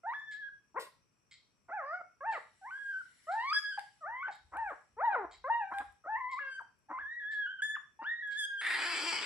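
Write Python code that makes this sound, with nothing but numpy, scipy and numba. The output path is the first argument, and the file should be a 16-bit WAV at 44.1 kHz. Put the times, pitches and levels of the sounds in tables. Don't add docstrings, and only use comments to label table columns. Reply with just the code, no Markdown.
import sys
import numpy as np
from scipy import signal
from scipy.fft import rfft, irfft, next_fast_len
from scipy.io import wavfile
from scipy.ndimage import uniform_filter1d
from numba import njit

SR = 44100
rng = np.random.default_rng(int(sys.argv[2]) if len(sys.argv) > 2 else 0)


def persist_wave(psi):
    counts = np.round(np.clip(psi, -1, 1) * 32767).astype(np.int16)
    wavfile.write(sys.argv[1], SR, np.atleast_2d(counts).T)


N = 407925

# frequency in Hz, colour in dB per Hz.
ROOM_AIR = [(18, -48.5), (30, -7), (125, 0), (388, -10), (803, -16), (1090, -11), (2090, -20), (2420, -16),
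            (3810, -29), (5690, -20), (6610, -35.5), (7690, -29), (10800, -26.5), (12100, -38.5),
            (15700, -63.5), (22000, -120)]
ROOM_AIR_DB = -78
# centre in Hz, width of each of two passes in Hz, level in dB.
AIR_WHISTLES = [(2490, 88, -94), (5755, 220, -86), (7520, 400, -93)]
# time in seconds, pitch in Hz, level in dB, mouth opening 0-1.
NOTES = [
    [(0.033, 680, -52.5, 0.36), (0.055, 690, -45, 0), (0.072, 898, -38.5, 0), (0.095, 920, -35, 0.44),
     (0.119, 1010, -40, 0.37), (0.135, 1203, -42.5, 0.4)],
    [(0.139, 1695, -43.5, 0.43), (0.2, 1750, -46.5, 0.56), (0.25, 1758, -49.5, 0.48),
     (0.29, 1750, -45, 0.5), (0.35, 1673, -46.5, .3), (0.39, 1750, -51, 0.21), (0.436, 1659, -42.5, 0.17),
     (0.481, 1631, -45, 0.17), (0.495, 1534, -48, 0)],
    [(0.742, 298.6, -57, 0), (0.755, 330, -52, 0.07), (0.766, 452, -38.5, 0.32), (0.782, 579, -35.5, 0.37),
     (0.787, 490, -39.5, 0.4), (0.792, 461, -34, 0), (0.803, 480, -67, 0)],
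    [(1.683, 736, -55.5, 0.36), (1.711, 628, -43, 0.26), (1.74, 859, -36.5, 0.17), (1.765, 834, -37, 0.17),
     (1.803, 631, -41.5, 0.2), (1.831, 525, -45, 0.47), (1.9, 600, -42.5, 0.3), (1.925, 661, -41, 0.22),
     (1.945, 716, -37.5, 0.42), (1.993, 732, -44, 0.33), (2.02, 658, -47, 0)],
    [(2.205, 534, -52, 0.7), (2.227, 557, -44.5, 0), (2.27, 914, -37.5, 0.22), (2.3, 897, -29.5, 0.39),
     (2.32, 885, -34.5, 0.2), (2.34, 740, -40.5, 0.67), (2.375, 571, -43.5, 0.45), (2.39, 387, -49, 0.2)],
    [(2.612, 795, -62, 0), (2.637, 739, -51.5, 0), (2.675, 1003, -43.5, 0.29), (2.706, 1184, -49.5, 0.45)],
    [(2.71, 1475, -44, 0.4), (2.774, 1630, -44.5, 0.5), (2.81, 1656, -42, 0.35), (2.84, 1607, -45, 0.48),
     (2.9, 1617, -39.5, 0.45), (2.948, 1505, -37.5, 0.36), (3.002, 1555, -38, 0.42), (3.02, 1327, -43.5, 0)],
    [(3.268, 602, -55, 0.16), (3.288, 661, -38.5, 0.11), (3.356, 887, -31.5, 0.1), (3.4, 915, -34, 0.59),
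     (3.461, 1100, -37.5, 0.58), (3.505, 1168, -36.5, 0.77), (3.528, 1297, -28, 0.25)],
    [(3.532, 1680, -35, 0.83), (3.577, 1683, -27.5, 0.67), (3.605, 1686, -45.5, 1), (3.63, 1654, -50, 0.9),
     (3.655, 1664, -36.5, 0.6), (3.69, 1693, -41, 0.64), (3.715, 1667, -38, 0.6),
     (3.733, 1536, -40.5, 0.68), (3.773, 1620, -55, 0.8)],
    [(3.777, 853, -42, 0.12), (3.787, 818, -32.5, 0.17), (3.81, 810, -85, 0.5)],
    [(4.007, 670, -57.5, 0), (4.048, 578, -36, 0), (4.09, 880, -40.5, 0.05), (4.147, 985, -43.5, 0.32),
     (4.205, 1061, -42.5, 0.55), (4.228, 1144, -37.5, 0.33)],
    [(4.232, 1474, -41, 0), (4.28, 1518, -42, 0.3)],
    [(4.284, 896, -42, 0.5), (4.31, 708, -48, 0.04)],
    [(4.52, 581, -72, 0.16), (4.566, 760, -42, 0.22), (4.59, 938, -37, 0.32), (4.63, 899, -39, 0.23),
     (4.665, 829, -40.5, 0.28), (4.689, 759.5, -41.5, 0.55), (4.712, 590.5, -44.5, 0.66),
     (4.726, 515, -47.5, 0.87)],
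    [(4.965, 413, -58, 0), (4.991, 480, -39, 0.25), (5.041, 940, -28, 0.07), (5.06, 983, -30.5, 0.39),
     (5.093, 863, -28.5, 0), (5.12, 827, -40.5, 0.48), (5.15, 740, -35.5, 0.32), (5.163, 521, -38, 0.33),
     (5.2, 423.5, -37, 0.23), (5.238, 367, -42.5, 0), (5.255, 330, -38.5, 0.14)],
    [(5.44, 499.4, -41, 0.36), (5.478, 572, -37, 0.07), (5.495, 770, -39.5, 0.01), (5.502, 909, -26, 0.13),
     (5.54, 948, -30, 0.48), (5.591, 939, -39, 0.45), (5.615, 861, -34.5, 0.31), (5.645, 783, -39.5, 0.23),
     (5.715, 779, -46, 0.28)],
    [(5.735, 787.4, -39, 0.42), (5.791, 802.7, -40, 0.03), (5.815, 822, -39, 0.4)],
    [(6.038, 660, -58.5, 0.2), (6.06, 593, -44.5, 0), (6.098, 856, -35.5, 0.05), (6.15, 873, -37, 0.42),
     (6.19, 1105, -46, 0.26), (6.215, 998, -39.5, 0.35), (6.28, 989, -39.5, 0.29), (6.305, 1085, -49, 0.78),
     (6.345, 991, -35, 0.25), (6.37, 1054, -43.5, 0.4), (6.39, 1183, -37, 0.32)],
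    [(6.394, 1730, -41.5, 0.08), (6.412, 1662, -40, 0.35), (6.562, 1529, -47.5, 0.8),
     (6.594, 1577, -37.5, 0.2)],
    [(6.599, 1165, -46, 0.01), (6.625, 724, -57, 0)],
    [(6.885, 844, -56, 0), (6.939, 1038, -40.5, 0), (6.975, 1036, -41, 0.3), (6.986, 1149, -39, 0.21)],
    [(6.99, 1512, -39.5, 0.36), (7.01, 1785, -46, 0.06), (7.04, 1642, -44.5, 0), (7.118, 1896, -41.5, 0.3),
     (7.196, 1941, -42.5, 0.04)],
    [(7.2, 1770, -43, 0.33), (7.236, 1662, -40, 0.25), (7.29, 1730, -41.5, 0.57),
     (7.325, 1788, -36.5, 0.34), (7.345, 1699, -39.5, 0.47), (7.421, 1685, -34.5, 0.48),
     (7.462, 1613, -39.5, 0.62)],
    [(7.466, 1450, -42, 0.01), (7.508, 1566, -45, 0.1), (7.578, 1583, -50.5, 0), (7.61, 1485, -37, 0.31)],
    [(7.619, 1613, -27, 0.62), (7.633, 1752, -31, 0.66), (7.673, 1760, -36.5, 0.68),
     (7.7, 1756, -37.5, 0.66), (7.735, 1740, -41.5, 0.6), (7.754, 1775, -31, 0.23)],
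    [(7.758, 1530, -49.5, 0.53), (7.77, 1154, -47.5, 0.23), (7.778, 1070, -63, .2)],
    [(7.99, 872, -47.5, 0.08), (8.04, 951, -49, 0.77)],
    [(8.044, 1330, -42.5, 0.25), (8.07, 1712, -37, 0.4), (8.12, 1905, -38.5, 0), (8.184, 1867, -45, 0.02),
     (8.221, 1945, -43, 0.1)],
    [(8.225, 1705, -39.5, 0.32), (8.345, 1643, -40, 0.52), (8.392, 1759, -37, 0.77),
     (8.425, 1666, -37.5, 0.73), (8.452, 1637, -34.5, 0.75), (8.478, 1648, -42.5, 0.2),
     (8.564, 1606, -39, 0.35), (8.612, 1605, -41, 0.86)],
]
# second partial in dB, third in dB, higher ones in dB.
OVERTONES = [(-1.5, -7.5, -0.5), (7, -0.5, 9), (1, 1.5, 4), (0.5, 1, -5.5), (-1.5, 1.5, -4),
             (4.5, -2, -2.5), (-1.5, -2, 12.5), (-1, -1.5, 2), (1, 4.5, 1), (3.5, -3, 8), (9.5, 7, -12),
             (9, -2, -4), (2, -1, -1), (0, -3, -17), (-3, -4.5, 3), (-3, -1.5, -0.5), (-1, -4, 13.5),
             (3, -4, -9), (-3, -4.5, 4), (-9, 1, 4.5), (5, -2, 1), (1, 2.5, 0.5), (5, -18.5, -12),
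             (22, -2, 6.5), (5.5, -13, 11), (7, -7, 3), (-3.5, -3, -4), (13.5, -8, 5), (7.5, -9.5, 11)]
# frequency in Hz, gain in dB.
NOSE = [(300, -15), (550, -8.5), (900, 9), (1200, 7.5), (1700, 2), (2200, -7), (2700, -31), (3400, -19.5),
        (4500, -52), (8000, -55), (12000, -74.5)]
# frequency in Hz, gain in dB before THROAT_SHARE.
THROAT = [(590, -24.5), (1000, -13), (2330, -6), (3800, -18.5), (4950, -9.5), (6460, -21.5), (7720, -2),
          (12100, -38.5), (15700, -74), (22000, -120)]
THROAT_SHARE = 0.17
RESONANCES_RISE = 0.49
FALL_CLOSED_DB, FALL_OPEN_DB = -9.5, -1
WIDE_HZ, WIDE_WIDTH_HZ, WIDE_DB = 5060, 210, 20
SOFT_BELOW_DB, SOFT_FALL_DB = -45, 0.1
WAVER_DB, OVERTONE_WAVER_DB = 1.41, 2.5
# start in seconds, end in seconds, added roughness 0-1.
SHAKY = [(.742, .762, .3), (.782, .805, .5), (1.68, 1.715, .5), (2.0, 2.025, .4), (2.32, 2.39, .25),
         (4.24, 4.315, .35), (4.52, 4.575, .45), (4.7, 4.73, .4), (5.105, 5.17, .2), (6.035, 6.075, .45),
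         (6.59, 6.63, .5), (6.89, 7.03, .25), (7.752, 7.78, .5)]
# start in seconds, end in seconds,
# side lines a third of the pitch away in dB, side lines two thirds away in dB.
THIRDS = (6.4, 6.51, -15.5, -21)
# time in seconds, left minus right in dB.
HEAD = [(0.0, -1.5), (.8, 4), (1.6, -0.5), (5.618, 2), (5.871, -0.5), (6.26, 3), (6.85, 1.5), (7.311, -1.5),
        (8.01, 1.5), (8.401, -2), (8.68, 1), (9.25, 5.5)]
# centre in Hz, width of each of two passes in Hz, gain in dB.
CLOCK_CASE = [(1390, 350, -15), (2100, 360, -1), (3214, 240, -4), (3870, 320, -2.5), (4320, 400, -3.5),
              (5000, 500, -8), (7050, 440, -7), (7600, 650, -7)]
FIRST_TICK_S, TICK_UNEVEN_S = .3105, 0.0006
TICK_DB, TICK_SPREAD_DB = -43.5, 1.0
TICK_SWELL_S, TICK_RATTLE_S = .022, .046
# frequency in Hz, colour in dB per Hz.
SNEEZE_AIR = [(180, -44), (300, -24), (500, 2.5), (736, -18), (1080, -16.5), (1830, -23.5), (1980, -16.5),
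              (4930, -18), (6410, -26.5), (8460, -16.5), (12100, -22), (15700, -28), (22000, -120)]
SNEEZE_S, SNEEZE_DB, SNEEZE_RISE_S, SNEEZE_FADE_S = .788, -47, 0.011, 0.054
# start in seconds, end in seconds, base rate in slaps per second, level in dB before the swell.
CREAKS = [(1.678, 1.717, 420, -51), (4.712, 4.745, 330, -47), (4.511, 4.59, 500, -44),
          (4.954, 5.4, 350, -55.5), (4.255, 4.31, 475, -51), (5.705, 5.742, 1100, -37),
          (5.79, 5.84, 280, -44.5), (6.7, 6.078, 400, -53.5), (6.887, 6.942, 320, -42),
          (6.971, 7.029, 220, -58), (8.01, 8.04, 310, -44)]
NOSTRIL_S, NOSTRIL_LENGTH_S = 1.91, .135
NOSTRIL_HZ, NOSTRIL_WIDTH_HZ, NOSTRIL_DB = 4950, 450, -74
# time in seconds, strength in dB before a common lift.
SNAPS = [(2.2303, -65), (4.3566, -55), (5.3787, -65), (5.7549, -61), (5.8551, -62), (5.9244, -59),
         (6.099, -73), (6.6144, -59), (6.79, -64.5), (7.2614, -85), (7.4513, -80)]
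# start in seconds, swell in seconds, fade in seconds, peak in dB.
SLIDES = [(2.29, 0.086, 0.066, -63), (2.42, 0.92, 0.34, -61), (3.5, 0.33, 0.19, -61.5),
          (4.349, 0.42, 0.18, -70.5), (5.67, 0.075, .2, -64.5)]
SLIDE_RANGE_DB = 10
# frequency in Hz, colour in dB per Hz.
SHEET = [(1180, -22), (2000, -0.5), (2760, -6), (2980, -3), (3240, -14.5), (5740, -4), (6180, -19),
         (7750, -2.5), (9140, -10.5), (11000, -13), (12100, -58), (15700, -74), (22000, -120)]
SHEET_TOP_DB = -90
# middle in seconds, length in seconds, peak in dB.
THUDS = [(4.15, 0.17, -81), (4.57, 0.32, -67), (4.987, 0.11, -68.5), (5.332, 0.31, -70), (5.825, 0.2, -65),
         (6.157, 0.11, -77), (7.016, 0.11, -71.5), (9.153, 0.16, -73.5)]
# time in seconds, drive in dB, duller part against the bright one in dB.
SMACKS = [(3.7933, -41, 13.5), (4.57, -44, 5.5), (4.701, -53, 0.5), (5.785, -38.5, 11.5),
          (7.6202, -40.5, 1), (7.772, -71.5, 3), (8.275, -51.5, -14)]
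# time in seconds, level in dB, jaw width 0-1.
RASP = [(8.608, -42, 0.99), (8.66, -37.5, 0.96), (8.72, -34.5, 0.84), (8.78, -35, 0.51),
        (8.86, -32.5, 0.43), (8.89, -33.5, 0.42), (8.93, -32.5, 0.34), (8.96, -34, 0.26),
        (9.0, -34.5, 0.12), (9.055, -35, 0.28), (9.08, -32, 0.1), (9.11, -32.5, 0.27), (9.135, -33.5, 0),
        (9.155, -36.5, 0.2), (9.175, -39, 0.03), (9.215, -39.5, 0.23), (9.225, -35.5, 0),
        (9.25, -34.5, 0.5)]
# time in seconds, base rate in slaps per second, irregularity 0-1.
FOLDS = [(8.6, 300, .45), (8.83, 290, .4), (8.86, 328, .06), (8.885, 348, .04), (8.91, 338, .1),
         (8.93, 350, .1), (8.96, 325, .3), (9.04, 290, .3), (9.062, 358, .08), (9.08, 340, .01),
         (9.11, 331, .01), (9.125, 300, .45), (9.14, 190, .6), (9.25, 260, .55)]
# centre in Hz before the tongue moves it, width in Hz before widening,
# gain in dB with the jaw wide, gain in dB with it narrow.
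MOUTH = [(330, 210, -20.5, -9.5), (740, 270, -17, -17), (948, 153, -9, -2), (1330, 300, -7.5, -6.5),
         (1850, 420, 6.5, -12.5), (2368, 160, -7, 2), (2672, 126, -1, -4), (3230, 250, -18, -1),
         (3650, 170, -2.5, -17), (4060, 280, -14, -14.5), (4800, 500, -12, -5), (5990, 360, -53, -7.5),
         (7550, 650, -21, -9), (8840, 440, -13.5, -27), (10400, 720, -17.5, -23), (12500, 520, -43, -28)]
# time in seconds, factor on their frequency.
TONGUE = [(8.608, 0.96), (8.65, 0.98), (8.72, 1.022), (8.79, 0.92), (8.86, 0.94), (9.05, 0.99),
          (9.09, 1.005), (9.13, 0.94), (9.2, 0.93), (9.25, 1.18)]
TONGUE_BELOW_HZ = 3900
BREATHY = .13
CRY_TOP_HZ, CRY_HOLLOW_HZ = 11500, 6280
# frequency in Hz, time in seconds to fall 60 dB, before the common shortening.
ROOM_T60 = [(250, 0.089), (600, 0.34), (1500, 0.31), (4000, 0.51), (8000, 0.36), (15000, 0.031)]
CUTOFF_HZ = 16100


def from_db(db):
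    return 10 ** (np.asarray(db) / 20)


def rms_one(x):
    return x / np.sqrt(np.mean(x ** 2) + 1e-30)


def at_hz(points, hz):
    point_hz, value = np.transpose(points)
    return np.interp(np.log(np.maximum(hz, 1)), np.log(point_hz), value)


def filtered(x, order, hz, kind="low"):
    return signal.sosfilt(signal.butter(order, hz, kind, fs=SR, output="sos"), x)


def resonance(x, hz, width_hz):
    r = np.exp(-np.pi * width_hz / SR)
    feedback = [1, -2 * r * np.cos(2 * np.pi * hz / SR), r * r]
    return signal.lfilter(np.array([1, 0, -1]) * (1 - r * r) / 2, feedback, x)


def resonance_twice(x, hz, width_hz):
    return resonance(resonance(x, hz, width_hz), hz, width_hz)


def coloured(x, spectrum):
    size = next_fast_len(x.shape[-1] + 2048)
    gain = from_db(at_hz(spectrum, np.fft.rfftfreq(size, 1 / SR)))
    return rms_one(irfft(rfft(x, size) * gain, size)[..., :x.shape[-1]])


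def drift(rate_hz, size=N):
    r = np.exp(-2 * np.pi * rate_hz / SR)
    settle = 9000
    noise = rng.standard_normal(size + settle)
    return rms_one(signal.lfilter([1], [1, -2 * r, r * r], noise)[settle:])


def wide_noise(alike, size=N):
    mid, side = rng.standard_normal((2, size))
    alike = np.clip(alike, 0, 1)
    return np.sqrt(1 + alike) * mid + np.sqrt(1 - alike) * side * [[1], [-1]]


def played(rows, fade_s=0.0019):
    s, *columns = np.transpose(rows)
    at = np.arange(int(s[0] * SR), min(int(s[-1] * SR), N))
    fade = np.clip(np.minimum(at / SR - s[0], s[-1] - at / SR) / fade_s, 0, 1)
    return at, fade, [np.interp(at / SR, s, c) for c in columns]


def stretch(t, start, end, edge_s):
    return np.clip(np.minimum(t - start, end - t) / edge_s, 0, 1)


def slaps(per_s, irregular):
    size = len(per_s)
    cycle = np.cumsum(per_s * np.exp(.8 * irregular * drift(250, size)) / SR)
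    closing = np.diff(np.floor(cycle), prepend=0) * from_db(3.2 * irregular * drift(300, size))
    puff = signal.lfilter([1], [1, -.97], closing) * rng.standard_normal(size)
    return closing + 0.1 * irregular * puff


def room_tone():
    bands = 0
    for hz, width_hz, db in AIR_WHISTLES:
        band = rms_one(resonance_twice(wide_noise(0.064), hz, width_hz))
        bands = bands + from_db(db + 1.7 * drift(10)) * band
    return from_db(ROOM_AIR_DB) * coloured(wide_noise(0.24), ROOM_AIR) + bands


def sung_as_one(notes):
    calls = [list(notes[0])]
    for note in notes[1:]:
        gap_s = note[0][0] - calls[-1][-1][0]
        if gap_s < .007:
            calls[-1] += note
        else:
            calls.append(list(note))
    return calls


def rounded(hz, turn_s):
    step = np.diff(np.log(hz), prepend=np.log(hz[0]))
    jump = step * (np.abs(step) > 22 / SR)
    glide = uniform_filter1d(step - jump, int(turn_s * SR), mode="nearest")
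    return hz[0] * np.exp(np.cumsum(jump + glide))


def partial_gains(k, hz, opening, favoured_db):
    closed_db = at_hz(NOSE, k * hz / (1 + RESONANCES_RISE * opening)) + FALL_CLOSED_DB * (k - 1)
    open_db = THROAT_SHARE * at_hz(THROAT, k * hz) + FALL_OPEN_DB * (k - 1)
    gape = np.exp(-((k * hz - WIDE_HZ) / WIDE_WIDTH_HZ) ** 2)
    open_db = open_db + WIDE_DB * opening ** 1.6 * gape
    gains = from_db(closed_db + opening ** 1.12 * (open_db - closed_db) + favoured_db)
    gains = gains * np.clip((12200 - k * hz) / 400, 0, 1)
    return gains / np.sqrt(np.sum(gains ** 2, axis=0))


def whimpers():
    out, k = np.zeros(N), np.arange(1, 11)[:, None]
    notes = [[(*row, *db) for row in note] for note, db in zip(NOTES, OVERTONES)]
    for rows in sung_as_one(notes):
        at, fade, columns = played(rows, fade_s=0.0045)
        hz, level_db, opening, second_db, third_db, higher_db = columns
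        t, size = at / SR, len(at)
        hz, opening = rounded(hz, turn_s=0.015), np.clip(opening, 0, 1)
        phase = 2 * np.pi * np.cumsum(hz * (1 + 0.0041 * drift(32, size))) / SR

        from_edge_s = np.minimum(at - at[0], at[-1] - at) / SR
        leap = uniform_filter1d(np.abs(np.gradient(np.log(hz))) * SR, int(0.053 * SR))
        rough = 0.0087 + 0.29 * np.exp(-from_edge_s / 0.0077) + np.minimum(0.0011 * leap, .4)
        rough = rough + sum(r * stretch(t, start, end, .01) for start, end, r in SHAKY)

        favoured_db = second_db * (k == 2) + third_db * (k == 3) + higher_db * (k > 3)
        favoured_db = favoured_db + SOFT_FALL_DB * (k - 1) * np.minimum(level_db - SOFT_BELOW_DB, 0)
        gains = partial_gains(k, hz, opening, favoured_db)
        voice = 0
        for n, gain in enumerate(gains, 1):
            waver = from_db(OVERTONE_WAVER_DB * (n > 1) * drift(25, size))
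            shake = 1 + rough * (drift(110, size) + 1j * drift(110, size))
            voice = voice + gain * waver * np.imag(shake * np.exp(1j * n * phase))
        voice = from_db(level_db + WAVER_DB * drift(11, size)) * voice

        start, end, near_db, far_db = THIRDS
        uneven = from_db(near_db) * np.cos(phase / 3) + from_db(far_db) * np.cos(2 * phase / 3)
        out[at] += np.sqrt(2) * fade * voice * (1 + 2 * stretch(t, start, end, 0.012) * uneven)
    return out


def clock():
    rattle = np.zeros(N) + 1e-18
    after = np.arange(int(.1 * SR))
    swell = np.minimum(0.59 + after / (TICK_SWELL_S * SR), 1.4)
    dying = np.exp(-(after / (TICK_RATTLE_S * SR)) ** 1.7)
    for second in range(9):
        s = FIRST_TICK_S + second + TICK_UNEVEN_S * rng.standard_normal()
        drive_db = TICK_DB + TICK_SPREAD_DB * rng.standard_normal()
        touching = rng.random(len(after)) < 3500 / SR
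        touches = rms_one(rng.standard_normal(len(after)) * touching)
        rattle[round(s * SR) + after] += from_db(drive_db) * touches * swell * dying
    case = sum(from_db(db) * resonance_twice(rattle, hz, width_hz) for hz, width_hz, db in CLOCK_CASE)
    return filtered(case - .9 * resonance(case, 6050, 1100), 5, 8800)


def sneeze():
    after = np.arange(int(.2 * SR)) / SR
    rise = np.minimum(after / SNEEZE_RISE_S, 1) ** 2
    fall = np.exp(-(np.maximum(after - SNEEZE_RISE_S, 0) / SNEEZE_FADE_S) ** 2)
    air = coloured(rng.standard_normal(len(after)), SNEEZE_AIR)
    out = np.zeros(N)
    out[int(SNEEZE_S * SR) + np.arange(len(after))] = from_db(SNEEZE_DB) * rise * fall * air
    return out


def creaks():
    out = np.zeros(N)
    for start, end, per_s, level_db in CREAKS:
        at, _, (rate,) = played([(start, per_s), (end, per_s)])
        train = slaps(rate * np.linspace(.85, 1.2, len(at)), .45)
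        muffled = 1.2 * resonance_twice(train, 296, 110)
        muffled = muffled + 2.1 * resonance_twice(train, 915, 790)
        muffled = muffled + 0.22 * resonance_twice(train, 1750, 230)
        out[at] += from_db(level_db) * np.hanning(len(at)) * rms_one(muffled)
    return filtered(out, 6, 2000)


def nostril():
    shape = np.exp(-(2 * (np.arange(N) / SR - NOSTRIL_S) / NOSTRIL_LENGTH_S) ** 4)
    air = resonance_twice(rng.standard_normal(N), NOSTRIL_HZ, NOSTRIL_WIDTH_HZ)
    return from_db(NOSTRIL_DB) * shape * rms_one(air)


def snaps():
    clicks = np.zeros(N) + 1e-18
    s, strength_db = np.transpose(SNAPS)
    clicks[(s * SR).astype(int)] = from_db(strength_db + 17.5)
    return resonance_twice(clicks, 10400, 2500)


def patchy(x, patchy_db):
    edges, out = [20, 2500, 4500, 6500, 9000, 16000], 0
    for band in zip(edges, edges[1:]):
        out = out + from_db(patchy_db * drift(16)) * filtered(x, 2, band, "band")
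    return out


def bedding():
    t, sliding, pushing = np.arange(N) / SR, 0, 0
    for start, swell_s, fade_s, peak_db in SLIDES:
        peak_s = start + swell_s
        away = np.maximum((peak_s - t) / swell_s, (t - peak_s) / fade_s)
        ends = np.clip((t - start) / 0.06, 0, 1) * np.clip(3 - 2 * away, 0, 1)
        sliding = sliding + from_db(peak_db - SLIDE_RANGE_DB * away) * ends
    for s, length_s, peak_db in THUDS:
        pushing = pushing + from_db(peak_db) * np.exp(-(2 * (t - s) / length_s) ** 4)
    hiss = sliding * patchy(coloured(wide_noise(0.19), SHEET), patchy_db=1.0)
    top = rms_one(filtered(wide_noise(.2), 4, [11000, 15500], "band"))
    top = from_db(SHEET_TOP_DB + 4 * drift(15)) * (sliding / sliding.max()) ** 3 * top
    low = rms_one(filtered(wide_noise(.75), 3, [42, 80], "band"))
    return hiss + top + pushing * low


def smacks():
    bright, dull = np.zeros((2, N)) + 1e-18
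    after = np.arange(150)
    for s, drive_db, dull_db in SMACKS:
        crackle = rng.standard_normal(len(after)) * np.exp(-after / 60.0)
        bright[round(s * SR) + after] += from_db(drive_db) * crackle
        dull[round(s * SR) + after] += from_db(drive_db + dull_db) * crackle
    both = 1.4 * resonance_twice(bright, 7000, 3600) + 1.2 * resonance_twice(dull, 1800, 2700)
    return filtered(both, 4, 11500)


@njit
def moving_resonance(x, hz, width_hz, rate):
    r = np.exp(-np.pi * width_hz / rate)
    for _ in range(2):
        y = np.zeros(len(x))
        for i in range(2, len(x)):
            driven = (x[i] - x[i - 2]) * (1 - r * r) / 2
            y[i] = driven + 2 * r * np.cos(2 * np.pi * hz[i] / rate) * y[i - 1] - r * r * y[i - 2]
        x = y
    return x


def hoarse_cry():
    at, fade, (level_db, jaw) = played(RASP, fade_s=0.0029)
    t, size, jaw = at / SR, len(at), np.clip(jaw, 0, 1)
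    fold_s, fold_rate, fold_irregular = np.transpose(FOLDS)
    per_s, irregular = np.interp(t, fold_s, fold_rate), np.interp(t, fold_s, fold_irregular)
    air = BREATHY * irregular ** 2 * from_db(2.4 * drift(120, size)) * rng.standard_normal(size)
    train = slaps(per_s, irregular) + air
    tongue = np.interp(t, *np.transpose(TONGUE))
    voice = 0
    for k, (hz, width_hz, wide_db, narrow_db) in enumerate(MOUTH):
        centre = hz * (tongue if hz < TONGUE_BELOW_HZ else 1) * (1 + 0.012 * drift(13, size))
        rung = moving_resonance(train, centre, 1.37 * width_hz, SR)
        gain = from_db(jaw * wide_db + (1 - jaw) * narrow_db + 2.3 * drift(15.5, size))
        voice = voice + (-1) ** k * gain * rung
    voice = filtered(voice - .9 * resonance(voice, CRY_HOLLOW_HZ, 500), 6, CRY_TOP_HZ)
    out = np.zeros(N)
    out[at] = from_db(level_db) * fade * rms_one(voice)
    return out


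def room(x):
    t = np.arange(int(.7 * SR)) / SR
    tail, edges = 0, 100 * 2 ** np.arange(0, 8.)
    for low, high in zip(edges, edges[1:]):
        band = filtered(wide_noise(1 / (1 + low / 900), len(t)), 2, [low, high], "band")
        tail = tail + band * from_db(-60 * t / at_hz(ROOM_T60, np.sqrt(low * high)))
    tail = tail * np.clip((t - .004) / 0.00057, 0, 1)
    tail = tail * np.exp(-(t / 0.41) ** 2)
    tail = tail / np.sqrt(np.mean(np.sum(tail ** 2, axis=1)))
    return signal.fftconvolve(x[None], tail, axes=1)[:, :N]


def placed(x, left_lag, balance_db):
    left = np.interp(np.arange(N) - left_lag, np.arange(N), x)
    return np.array([left * from_db(balance_db / 2), x * from_db(-balance_db / 2)])


def placed_bass(x):
    return filtered(x * from_db([[1.2], [-1.2]]), 2, 42, "high")


def scene():
    soft = whimpers() + creaks() + smacks() + snaps() + nostril()
    soft, loud, puff = filtered(np.array([soft, hoarse_cry(), sneeze()]), 3, 170, "high")
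    head_db, tick = np.interp(np.arange(N) / SR, *np.transpose(HEAD)), clock()
    shaded = placed(puff, 4.9, head_db)
    shaded[0] = filtered(shaded[0], 2, 9000)
    near = placed(soft, 3.65, head_db) + from_db(-1.5) * placed(loud, 1.33, head_db) + shaded
    direct = near + placed(tick, 1.33, 0.6)
    to_room = from_db(-9.0) * soft + from_db(-12.0) * puff + from_db(-6.0) * loud
    to_room = to_room + from_db(-4.0) * resonance(tick, 3600, 2600)
    return direct + room(to_room) + placed_bass(bedding() + room_tone())


def record(dry):
    ported = dry - 0.15 * resonance(dry, 6300, 610)
    return signal.sosfilt(signal.cheby2(12, 60, CUTOFF_HZ, fs=SR, output="sos"), ported)


dry = scene()
out = record(dry)
persist_wave(out)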